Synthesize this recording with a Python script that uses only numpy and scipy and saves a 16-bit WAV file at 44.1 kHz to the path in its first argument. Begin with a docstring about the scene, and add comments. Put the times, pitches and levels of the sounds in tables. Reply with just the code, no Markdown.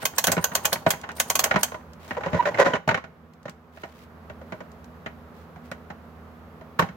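"""Toy mixer truck on a table

Close up, fingers crank the plastic drum: a ratchet snaps and the hollow body knocks.
The truck is shoved round, wheels juddering and squeaking in stick-slip, then set down.
Fingers tap at the rear chute, which drops with a clack. A machine hums faintly in the small room."""
import sys
import numpy as np
from scipy import signal
from scipy.fft import rfft, irfft, next_fast_len
from scipy.io import wavfile
from scipy.ndimage import uniform_filter1d, map_coordinates

SR = 44100
rng = np.random.default_rng(int(sys.argv[2]) if len(sys.argv) > 2 else 0)


def wrap_up_sound(samples):
    """Save the sound to the file named by the first command line argument, as 16-bit audio."""
    columns = np.atleast_2d(samples).T
    # keep every value between -1 and 1, then stretch to whole-number steps
    tamed = np.clip(columns, -1, 1)
    steps = np.round(tamed * 32767).astype(np.int16)
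    wavfile.write(sys.argv[1], SR, steps)


N = 306936

# ratchet snaps, one per tooth (time [s], level [dB])
SNAPS = [(0.053, -8.5), (0.1818, -6.5), (0.2397, -8.5), (0.2683, -8), (0.3169, -9), (0.4408, -7.5),
         (0.5509, -7.5), (0.652, -7), (0.7276, -9), (0.904, -8.5), (1.1986, -7), (1.2994, -8.5),
         (1.353, -8.5), (1.3914, -7), (1.4388, -7), (1.6308, -7)]
# snap spectrum (frequency [Hz], gain [dB])
SNAP_SPECTRUM = [(120, -9), (330, -7.5), (600, 8.5), (1000, 3), (1250, -0.5), (1550, 5.5), (2400, 0),
                 (3200, 1), (5300, -0.5), (6600, 1.5), (7600, -4), (9200, -8.5), (11500, -2.5), (15500, -4)]
# ratchet resonances (frequency [Hz], width [Hz], gain [dB])
PAWL_MODES = [(770, 110, 6.5), (1086, 44, 10), (1518, 45, 9), (2519, 50, 5.5), (3190, 160, 4),
              (4360, 210, 3.5), (6300, 200, 3), (6900, 280, 2.5), (7550, 80, 3)]
# snap balance (frequency [Hz], left minus right [dB])
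SNAP_BALANCE = [(300, 3), (1000, -5.5), (2200, -2), (4300, 1), (5400, -3.5), (6500, -11.5), (7700, 2),
                (10000, 3.5), (12000, 1.5), (15000, -2.5)]
# stereo likeness of snaps and hiss (frequency [Hz], correlation [-1..1])
SNAP_LIKENESS = [(300, 0.45), (1000, 0.46), (2500, 0.25), (5000, -0.12), (9000, 0.88), (15000, .5)]
# loose parts hitting the body (time [s], level [dB], thump [dB re level], hardness [dB re level],
# note of the struck spot [Hz])
BODY_KNOCKS = [(0.027, -26.5, -11, -9, 650), (0.277, -18, -8, -3, 627), (0.292, -19.5, -9.5, -11, 580),
               (0.327, -21, -13, -8, 650), (0.366, -20.5, -4, -5.5, 370), (0.377, -15, -10, -12, 1004),
               (0.516, -31, -6.5, -4, 980), (0.678, -28.5, -18, -13, 835), (0.863, -6.5, -15, -14, 637),
               (0.934, -26, -13, -6.5, 970), (1.037, -30, -20, -4.5, 1040), (1.089, -30.5, -15, -1, 940),
               (1.456, -22.5, -29, -5, 827), (1.51, -17, -22, 1, 776), (1.54, -17.5, -9.5, -10.5, 807),
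               (1.558, -13, -7.5, -4, 976), (1.718, -27, -21, -9.5, 1050), (1.742, -26, -16, -9, 997),
               (2.107, -24, -9, -3, 760), (2.167, -21.5, -20, -14.5, 964), (2.207, -28, -19, -8, 846),
               (2.234, -31, -17, -2.5, 830), (2.26, -18, -12.5, -13.5, 550), (2.33, -17.5, -5.5, -12, 600),
               (2.344, -17, -5, -14, 454), (2.454, -18, -21, -4, 540), (2.543, -28, -21, -3.5, 616),
               (2.597, -13, -22, -10, 547), (2.658, -11, -15.5, -9, 550), (2.734, -16.5, -13, -5, 633),
               (2.753, -22, -13.5, -3, 630), (2.875, -13.5, -10, -14.5, 860),
               (2.888, -14.5, -10.5, -1, 913), (2.91, -18.5, -12.5, -4.5, 587),
               (2.943, -20, -9.5, 0.5, 792), (2.973, -25.5, -12, -5, 1075), (3.039, -34, -11, -5, 616),
               (3.454, -25.5, -11.5, -13.5, 566), (3.48, -34, -7.5, -3, 1070), (3.771, -39, -20, -7.5, 651),
               (3.834, -29, -16, -4.5, 657), (4.297, -31.5, -9.5, -8.5, 616), (4.413, -33.5, -20, -16, 557),
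               (4.521, -26.5, -8, -8.5, 630), (4.604, -31, -9, -10, 608), (5.06, -28, -9, -4, 560),
               (5.559, -38, -5, -10.5, 713), (5.714, -26.5, -10.5, -6, 587), (5.901, -31.5, -10, -6.5, 810),
               (6.61, -35.5, -13, -14, 652), (6.789, -20.5, -7.5, -0.5, 1496),
               (6.793, -11, -13, -6.5, 1092), (6.821, -19, -5, -6, 775), (6.887, -36.5, -2, -3, 600)]
# hollow body resonances (frequency [Hz], width [Hz], gain [dB])
SHELL_MODES = [(104, 43, -3.5), (177, 57, 4), (413, 20, -5.5), (526, 97, -1), (627, 43, 3),
               (799.5, 21, 2.5), (958.6, 25, -2), (1014, 15, -4), (1468, 80, -2.5), (1852, 70, -3.5),
               (2220, 140, -13), (3012, 420, -16.5), (3980, 220, -14.5)]
# broad response of thin plastic (frequency [Hz], gain [dB])
PLASTIC_SPECTRUM = [(40, -31.5), (90, -7.5), (250, -17), (700, -8), (2000, -7.5), (3200, -21),
                    (6800, -21.5), (8500, -38.5), (15000, -38)]
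# body balance (frequency [Hz], left minus right [dB])
BODY_BALANCE = [(60, 4.5), (110, -5), (200, -1.5), (380, 1.5), (700, -1.5), (1290, -3), (2380, -1.5),
                (4400, -2), (8120, -5), (15000, 1.5)]
# stereo likeness of body and room noise (frequency [Hz], correlation [-1..1])
BODY_LIKENESS = [(150, 0.91), (350, 0.82), (800, 0.74), (1600, 0.075), (4000, .1)]
# rear chute modes (frequency [Hz], level [dB], t60 [s])
CHUTE_MODES = [(590, -16, 0.05), (930, -2.5, 0.12), (1160, -21, 0.074), (1530, -1, 0.088),
               (1790, -20, 0.055)]
# wheel skids (start [s], length [s], level [dB])
WHEEL_SKIDS = [(2.17, .02, -34), (2.237, .045, -36), (2.331, 0.069, -30.5), (2.453, .046, -23.5),
               (2.582, 0.056, -16), (2.643, .048, -22.5), (2.689, 0.051, -34.5), (2.739, 0.034, -29)]
# wheel and chassis resonances (frequency [Hz], width [Hz], gain [dB])
CHASSIS_MODES = [(179, 26, -2), (577, 84, 1), (1014, 24, 0.5), (1503, 96, -8.5), (1900, 110, -7),
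                 (2430, 16, -18.5), (2850, 63, -26.5), (3340, 44, -22), (3830, 120, -24.5)]
# wheel squeaks (start [s], length [s], level [dB], start pitch [Hz], end pitch [Hz])
WHEEL_SQUEAKS = [(2.178, 0.015, -20, 554, 490), (2.264, 0.015, -22, 608, 556),
                 (2.387, 0.032, -10, 979, 972), (2.407, 0.014, -35, 955, 980),
                 (2.449, 0.013, -29, 2250, 1930), (2.54, 0.019, -26, 2160, 2010),
                 (2.592, 0.015, -7.5, 556.6, 531), (2.666, 0.028, -24, 562, 550),
                 (2.731, 0.018, -25.5, 3090, 2960)]
# squeak partials (harmonic [n], level [dB])
SQUEAK_HARMONICS = [(1, 0), (2, -20.5), (3, -34.5), (4, -37)]
# fingernails and hard edges catching (time [s], level [dB])
EDGE_TICKS = [(1.0139, -33), (1.0898, -37), (1.1169, -33.5), (1.933, -40.5), (2.079, -39), (2.6, -19),
              (2.879, -26.5), (3.3357, -48.5), (3.4303, -48.5), (3.4957, -33), (4.717, -45),
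              (4.8435, -41.5), (5.7152, -30.5)]
# fingers working the crank (time [s], effort [dB])
CRANKING = [(0.0, -44), (0.386, -45), (0.57, -36.5), (0.902, -44.5), (1.218, -43.5), (1.454, -35),
            (1.564, -36.5), (1.698, -51), (1.8, -50)]
# hand shoving the truck (time [s], effort [dB])
SHOVING = [(2.05, -46.5), (2.156, -43.5), (2.288, -38.5), (2.528, -35.5), (2.76, -32)]
# axle and finger drag spectrum (frequency [Hz], gain [dB])
RUB_SPECTRUM = [(59, -32.5), (100, 4.5), (334, 1), (976, 4.5), (1270, -3.5), (1500, -1.5), (2070, -14),
                (2850, -13), (3930, -26), (6790, -23), (9000, -43.5), (11700, -60.5), (19800, -120)]
# skin sliding on plastic (start [s], length [s], level [dB])
FINGER_SLIDES = [(0, 0.045, -41.5), (1.994, 0.18, -50.5), (2.15, 0.665, -55.5), (3.721, 0.24, -56.5),
                 (3.938, 0.13, -56), (4.447, .16, -62.5), (5.33, 0.13, -61.5), (5.636, 0.063, -58)]
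# spectrum of finger slides and chute crack (frequency [Hz], gain [dB])
CONTACT_SPECTRUM = [(500, -5.5), (2000, 8), (4500, 1), (7000, -4.5), (9000, -8.5), (15000, -5.5)]
# room decay (frequency [Hz], t60 [s])
ROOM_DECAY = [(150, 0.31), (1000, 0.33), (6000, 0.34), (15000, 0.28)]
# room noise envelope (time [s], level [dB])
ROOM_LEVEL = [(0, -52), (1.9, -47), (2.8, -52), (3.6, -53), (4.3, -47), (6.9, -47.5)]
# room noise spectrum (frequency [Hz], gain [dB])
ROOM_SPECTRUM = [(15, -74.5), (25, -40.5), (43, -26), (70, -1), (92, -4), (110, -10.5), (151, -8),
                 (241, -2), (293, -19), (425, -8.5), (911, -14), (1220, -13), (2270, -26.5), (9000, -52.5),
                 (11700, -85.5), (19800, -120)]
# machine hum (frequency [Hz], level [dB re room envelope])
HUM_PARTIALS = [(80.7, -7), (161.5, -8.5), (215.4, -17), (242.2, -8.5), (323, -17.5), (430.7, -19)]
# spectrum of hiss and pawl scrape (frequency [Hz], gain [dB])
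HISS_SPECTRUM = [(1500, -16), (4000, 0.5), (6800, -4), (9000, -11.5), (12000, 0.5), (15500, -3)]


def ratchet(creep_s=.003, uneven_db=2.5, bands_db=(-15, -11.5, -14)):
    """The pawl creeps off a tooth and drops; plastic modes ring, coloured anew for each tooth."""
    out, t = np.zeros((2, N)), np.arange(SR // 4) / SR
    pawl = noise(len(t))  # common to all teeth
    drop = decay(np.maximum(t - creep_s, 0), attack_s=.001, t60_s=.063, tail_db=-33, tail_t60_s=.3)
    force = drop + amp(-8) * (t < 2 * creep_s) * t / (2 * creep_s)
    for s, db in SNAPS:
        tooth = np.transpose([np.geomspace(400, 16000, 48), uneven_db * rng.standard_normal(48)])

        def colour(hz):
            broad = amp(along(SNAP_SPECTRUM, hz) + along(tooth, hz))
            return causal(broad * np.sqrt(1 + mode_power(PAWL_MODES, hz)))

        blow = spread(pawl + 1.1 * noise(len(t)), SNAP_LIKENESS, SNAP_BALANCE, lag_samples=.41)
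        ring = filtered(force * blow, colour)
        add(out, s - creep_s + .0005, set_bands(ring, [130, 2500, 8000, 17000], db + np.array(bands_db)))
    return out


def pawl_climbs(base_hz=8300, rise=.13, base_db=-57, strain_db_per_s=51.5, wait_share=.25):
    """The pawl climbs each tooth with a scrape and a fitful rising whistle; slow teeth are louder."""
    out, times = np.zeros((2, N)), np.array([s for s, _ in SNAPS])
    waits = np.clip(np.diff(times, prepend=-.09), .02, .19)
    for s, wait_s in zip(times, waits):
        length_s = wait_share * wait_s
        u = np.linspace(0, 1, int(length_s * SR))
        pitch_hz = base_hz * (1 + rise * u + .066 * rng.standard_normal() + .055 * wobble(1500, len(u)))
        whistle = np.sin(2 * np.pi * np.cumsum(pitch_hz) / SR) * amp(2 * rng.standard_normal())
        scrape = amp(2) * coloured(noise(len(u)), HISS_SPECTRUM)
        level_db = base_db + strain_db_per_s * wait_s + 4 * wobble(200, len(u))
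        press = amp(level_db) * np.sqrt(np.abs(np.sin(np.pi * u)))
        add(out, s - length_s, press * (whistle + scrape))
    return out


def knock(db, thump_db, hardness_db, note_hz, damping_db):
    """A loose part chatters on the shell; each spot favours a note. Soft blows thump, hard ones clack."""
    t = np.arange(SR // 3) / SR
    chatter = spread(noise(len(t)), BODY_LIKENESS, BODY_BALANCE, lag_samples=5.2)
    chatter *= decay(t, attack_s=.0011, t60_s=.048, tail_db=-11, tail_t60_s=.15)
    modes = SHELL_MODES + [(note_hz, 45, 6.5)]
    ring = filtered(chatter, lambda hz: plastic_body(modes, hz, broad_db=-2.5, low_hz=70))
    edge_db = -17.5 + .73 * hardness_db - damping_db
    bands_db = np.array([thump_db - .5, -6, hardness_db, edge_db])
    return set_bands(ring, [55, 350, 1200, 3000, 16000], db + bands_db)


def knocks(grip_s=(2.0, 2.8), grip_damping_db=3):
    """Distinct knocks, duller while the palm grips the truck."""
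    out = np.zeros((2, N))
    for s, db, thump_db, hardness_db, note_hz in BODY_KNOCKS:
        gripped = grip_s[0] < s < grip_s[1]
        add(out, s, knock(db, thump_db, hardness_db, note_hz, grip_damping_db * gripped))
    return out


def chute(s=6.792, ring_db=-16, crack_db=-23):
    """The chute hits its stop with a bright crack and rings."""
    out, t = np.zeros((2, N)), np.arange(SR // 5) / SR
    ring = sum(amp(db - 60 * t / t60_s) * np.sin(2 * np.pi * (hz * t + rng.random()))
               for hz, db, t60_s in CHUTE_MODES)
    ring *= 1 - np.exp(-t / .00071)
    crack = coloured(noise(len(t)), CONTACT_SPECTRUM)
    crack *= decay(t, attack_s=.0008, t60_s=.05, tail_db=-18, tail_t60_s=.25)
    add(out, s, amp(ring_db) * ring + amp(crack_db) * crack)
    return out


def skids(slip_hz=380, scatter=.28, grit=.074):
    """Wheels stick and slip unevenly, shaking the chassis."""
    out, t = np.zeros((2, N)), np.arange(SR // 6) / SR
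    for s, length_s, db in WHEEL_SKIDS:
        press = np.sqrt(np.abs(np.sin(np.pi * np.minimum(t / length_s, 1))))
        slip_s = np.cumsum(rng.lognormal(0, scatter, 100)) / slip_hz
        strengths = rng.lognormal(0, .21, len(slip_s))
        slips = np.bincount((slip_s * SR).astype(int), strengths, len(t))[:len(t)]
        force = [[grit], [.8]] * noise(len(t))  # mid, side
        force[0] += unit(slips - slips.mean())
        drive = spread(force * press, BODY_LIKENESS, BODY_BALANCE, lag_samples=1.7)
        shake = filtered(drive, lambda hz: plastic_body(CHASSIS_MODES, hz, broad_db=-13, low_hz=330))
        add(out, s, amp(db) * unit(shake) * np.sqrt(length_s / t[-1]))
    return out


def squeaks(jitter=.025):
    """The slipping briefly locks into an unsteady, mostly falling tone."""
    out = np.zeros((2, N))
    for s, length_s, db, start_hz, end_hz in WHEEL_SQUEAKS:
        u = np.linspace(0, 1, int(length_s * SR))
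        pitch_hz = (start_hz + (end_hz - start_hz) * u) * (1 + jitter * wobble(450, len(u)))
        phase = 2 * np.pi * np.cumsum(pitch_hz) / SR
        tone = sum(amp(level_db) * np.sin(k * phase) for k, level_db in SQUEAK_HARMONICS)
        add(out, s, amp([[db - 4.5], [db + 1.5]]) * tone * np.sin(np.pi * u) ** 2.1)
    return out


def ticks():
    """A nail or hard edge catches: a tiny crack."""
    out, t = np.zeros((2, N)), np.arange(SR // 12) / SR
    for s, db in EDGE_TICKS:
        crack = noise(len(t)) * decay(t, attack_s=.0002, t60_s=.0097, tail_db=-12, tail_t60_s=.073)
        add(out, s, set_bands(crack, [1500, 7500, 16000], [db - 11, db - 20]))
    return out


def rattles(rate_hz=12, above_effort_db=7, scatter_db=3.5):
    """Loose parts rattle at random, as hard as the hand works."""
    out, effort_db = np.zeros((2, N)), np.maximum(effort(CRANKING), effort(SHOVING))
    for k in range(int(SHOVING[-1][0] * rate_hz)):
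        s = (k + rng.random()) / rate_hz
        db = effort_db[int(s * SR)] + above_effort_db + scatter_db * rng.standard_normal()
        note_hz = 899 * rng.lognormal(0, .17)
        add(out, s, knock(db, thump_db=-11.5, hardness_db=-2.5, note_hz=note_hz, damping_db=2.5))
    return out


def rubbing(crank_db=-3, shove_db=-1):
    """Axle and fingers drag on plastic in uneven surges, louder with effort."""
    surges = noise(N) * amp(4 * np.tanh(wobble(90)))
    drive = spread(surges, BODY_LIKENESS, BODY_BALANCE, lag_samples=1.7)
    drag = filtered(drive, lambda hz: causal(amp(along(RUB_SPECTRUM, hz))))
    return unit(drag) * (amp(effort(CRANKING) + crank_db) + amp(effort(SHOVING) + shove_db))


def slides():
    """Fingertips shift grip with a grainy whisper."""
    press = sum(amp(db) * np.sqrt(curve([(s, 0), (s + length_s / 2, 1), (s + length_s, 0)]))
                for s, length_s, db in FINGER_SLIDES)
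    grain = noise(N) * amp(2.7 * wobble(250))
    return press * coloured(grain, CONTACT_SPECTRUM)


def room_echo(x):
    """Wall reflections: a short noise tail, 5 ms late."""
    hz, t, spectra = signal.stft(noise(SR // 2), SR, nperseg=256)
    tail = signal.istft(spectra * amp(-60 * t / along(ROOM_DECAY, hz)[:, None]), SR, nperseg=256)[1]
    delayed = np.pad(x, ((0, 0), (SR // 200, 0)))
    return signal.fftconvolve(delayed, tail / np.linalg.norm(tail[0]), axes=1)[:, :N]


def machine_hum(waver_db=1.5, waver_rad=.45):
    """Hum partials, each wavering in level and phase."""
    t = np.arange(N) / SR
    hum = sum(amp(db + waver_db * wobble(4)) * np.sin(2 * np.pi * hz * t + waver_rad * wobble(5))
              for hz, db in HUM_PARTIALS)
    return np.sqrt(2) * hum * amp([[-1.5], [.8]])


def background(hiss_max_db=-70, hiss_swing=1.3):
    """Hum, room noise and fine hiss rise and fall together."""
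    room_db, hum = curve(ROOM_LEVEL), machine_hum()
    air = coloured(spread(noise(N), BODY_LIKENESS, [(100, -1.5), (2000, -3)]), ROOM_SPECTRUM)
    hiss = coloured(spread(noise(N), SNAP_LIKENESS, [(5000, -.6)]), HISS_SPECTRUM)
    hiss_db = hiss_max_db + hiss_swing * (room_db - room_db.max())
    return amp(room_db) * (amp(-.5) * air + hum) + amp(hiss_db) * hiss


def effort(rows, release_db_per_s=598):
    """Gesture strength [dB] per sample, falling off fast at both ends."""
    t = np.arange(N) / SR
    return curve(rows) - release_db_per_s * np.abs(t - np.clip(t, rows[0][0], rows[-1][0]))


def plastic_body(modes, hz, broad_db, low_hz):
    """Modes on the broad response of thin plastic, which radiates little below low_hz."""
    power = mode_power(modes, hz) / (1 + (hz / 4500) ** 4)
    wall = amp(along(PLASTIC_SPECTRUM, hz) + broad_db)
    return causal(np.sqrt((power + wall ** 2) * hz ** 4 / (hz ** 4 + low_hz ** 4)))


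def mode_power(modes, hz):
    """Power response of a set of resonances."""
    return sum(amp(db) ** 2 / (1 + (2 * (hz - mode_hz) / width_hz) ** 2)
               for mode_hz, width_hz, db in modes)


def decay(t, attack_s, t60_s, tail_db, tail_t60_s):
    """Fast rise, quick fall, slower tail."""
    return (1 - np.exp(-t / attack_s)) * (amp(-60 * t / t60_s) + amp(tail_db - 60 * t / tail_t60_s))


def set_bands(x, edges_hz, levels_db):
    """Set each band's rms over its loudest 10 ms."""
    out = 0
    for low_hz, high_hz, db in zip(edges_hz, edges_hz[1:], levels_db):
        sos = signal.butter(3, [low_hz, min(high_hz, SR / 2 - 1)], "band", fs=SR, output="sos")
        band = signal.sosfilt(sos, x)
        power = uniform_filter1d(np.mean(band ** 2, 0), SR // 100)
        out = out + amp(db) * band / np.sqrt(power.max())
    return out


def spread(pair, likeness, balance, lag_samples=0):
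    """Two unrelated signals to left and right with given correlation, balance and lag."""
    angle = lambda hz: np.arccos(np.clip(along(likeness, hz), -1, 1)) / 2
    mid, side = filtered(pair, lambda hz: np.array([np.cos(angle(hz)), np.sin(angle(hz))]))
    ears = np.array([[.5], [-.5]])
    pan = lambda hz: amp(ears * along(balance, hz)) * np.exp(2j * np.pi * ears * hz * lag_samples / SR)
    return filtered(np.array([mid + side, mid - side]), pan)


def causal(gain):
    """Minimum-phase response: rings only after the blow."""
    cepstrum = irfft(np.log(np.maximum(gain, 1e-6)))
    half = len(cepstrum) // 2
    cepstrum[1:half] *= 2
    cepstrum[half + 1:] = 0
    return np.exp(rfft(cepstrum))


def filtered(x, response):
    """Apply response(hz) by FFT."""
    n = x.shape[-1]
    padded = next_fast_len(n + 4096)
    return irfft(rfft(x, padded) * response(np.fft.rfftfreq(padded, 1 / SR)), padded)[..., :n]


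def coloured(x, spectrum):
    """Shape by a spectrum table, to rms 1."""
    return unit(filtered(x, lambda hz: amp(along(spectrum, hz))))


def amp(db):
    """Decibels to gain."""
    return 10 ** (np.asarray(db) / 20)


def unit(x):
    """Scale to rms 1."""
    return x / np.sqrt(np.mean(x ** 2) + 1e-20)


def along(points, hz):
    """Interpolate (frequency [Hz], value) on a log axis."""
    knots_hz, values = np.transpose(points)
    return np.interp(np.log(hz + 1), np.log(knots_hz + 1), values)


def curve(rows):
    """Interpolate (time [s], value) per sample."""
    return np.interp(np.arange(N) / SR, *np.transpose(rows))


def wobble(rate_hz, size=N):
    """Smooth random curve, knots at rate_hz."""
    knots = rng.standard_normal(int(size * rate_hz / SR) + 4)
    return map_coordinates(knots, [np.arange(size) * rate_hz / SR])


def noise(size):
    """Two unrelated white noises."""
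    return rng.standard_normal((2, size))


def add(track, s, x):
    """Mix x in from time s."""
    start = max(round(s * SR), 0)
    track[:, start:start + x.shape[1]] += x[:, :N - start]


def scene(echo_db=-18):
    """Toy, echo, handling noise and room."""
    toy = ratchet() + knocks() + chute() + ticks() + skids() + squeaks()
    echo = room_echo(amp(echo_db) * toy)
    return toy + echo + rubbing() + slides() + background() + pawl_climbs() + rattles()


def record(dry, ceiling=.95, cutoff_hz=15850):
    """Soft clip, then brick-wall low-pass."""
    rounded = dry / (1 + np.abs(dry / ceiling) ** 6) ** (1 / 6)
    return filtered(rounded, lambda hz: hz < cutoff_hz)


dry = scene()
out = record(dry)
wrap_up_sound(out)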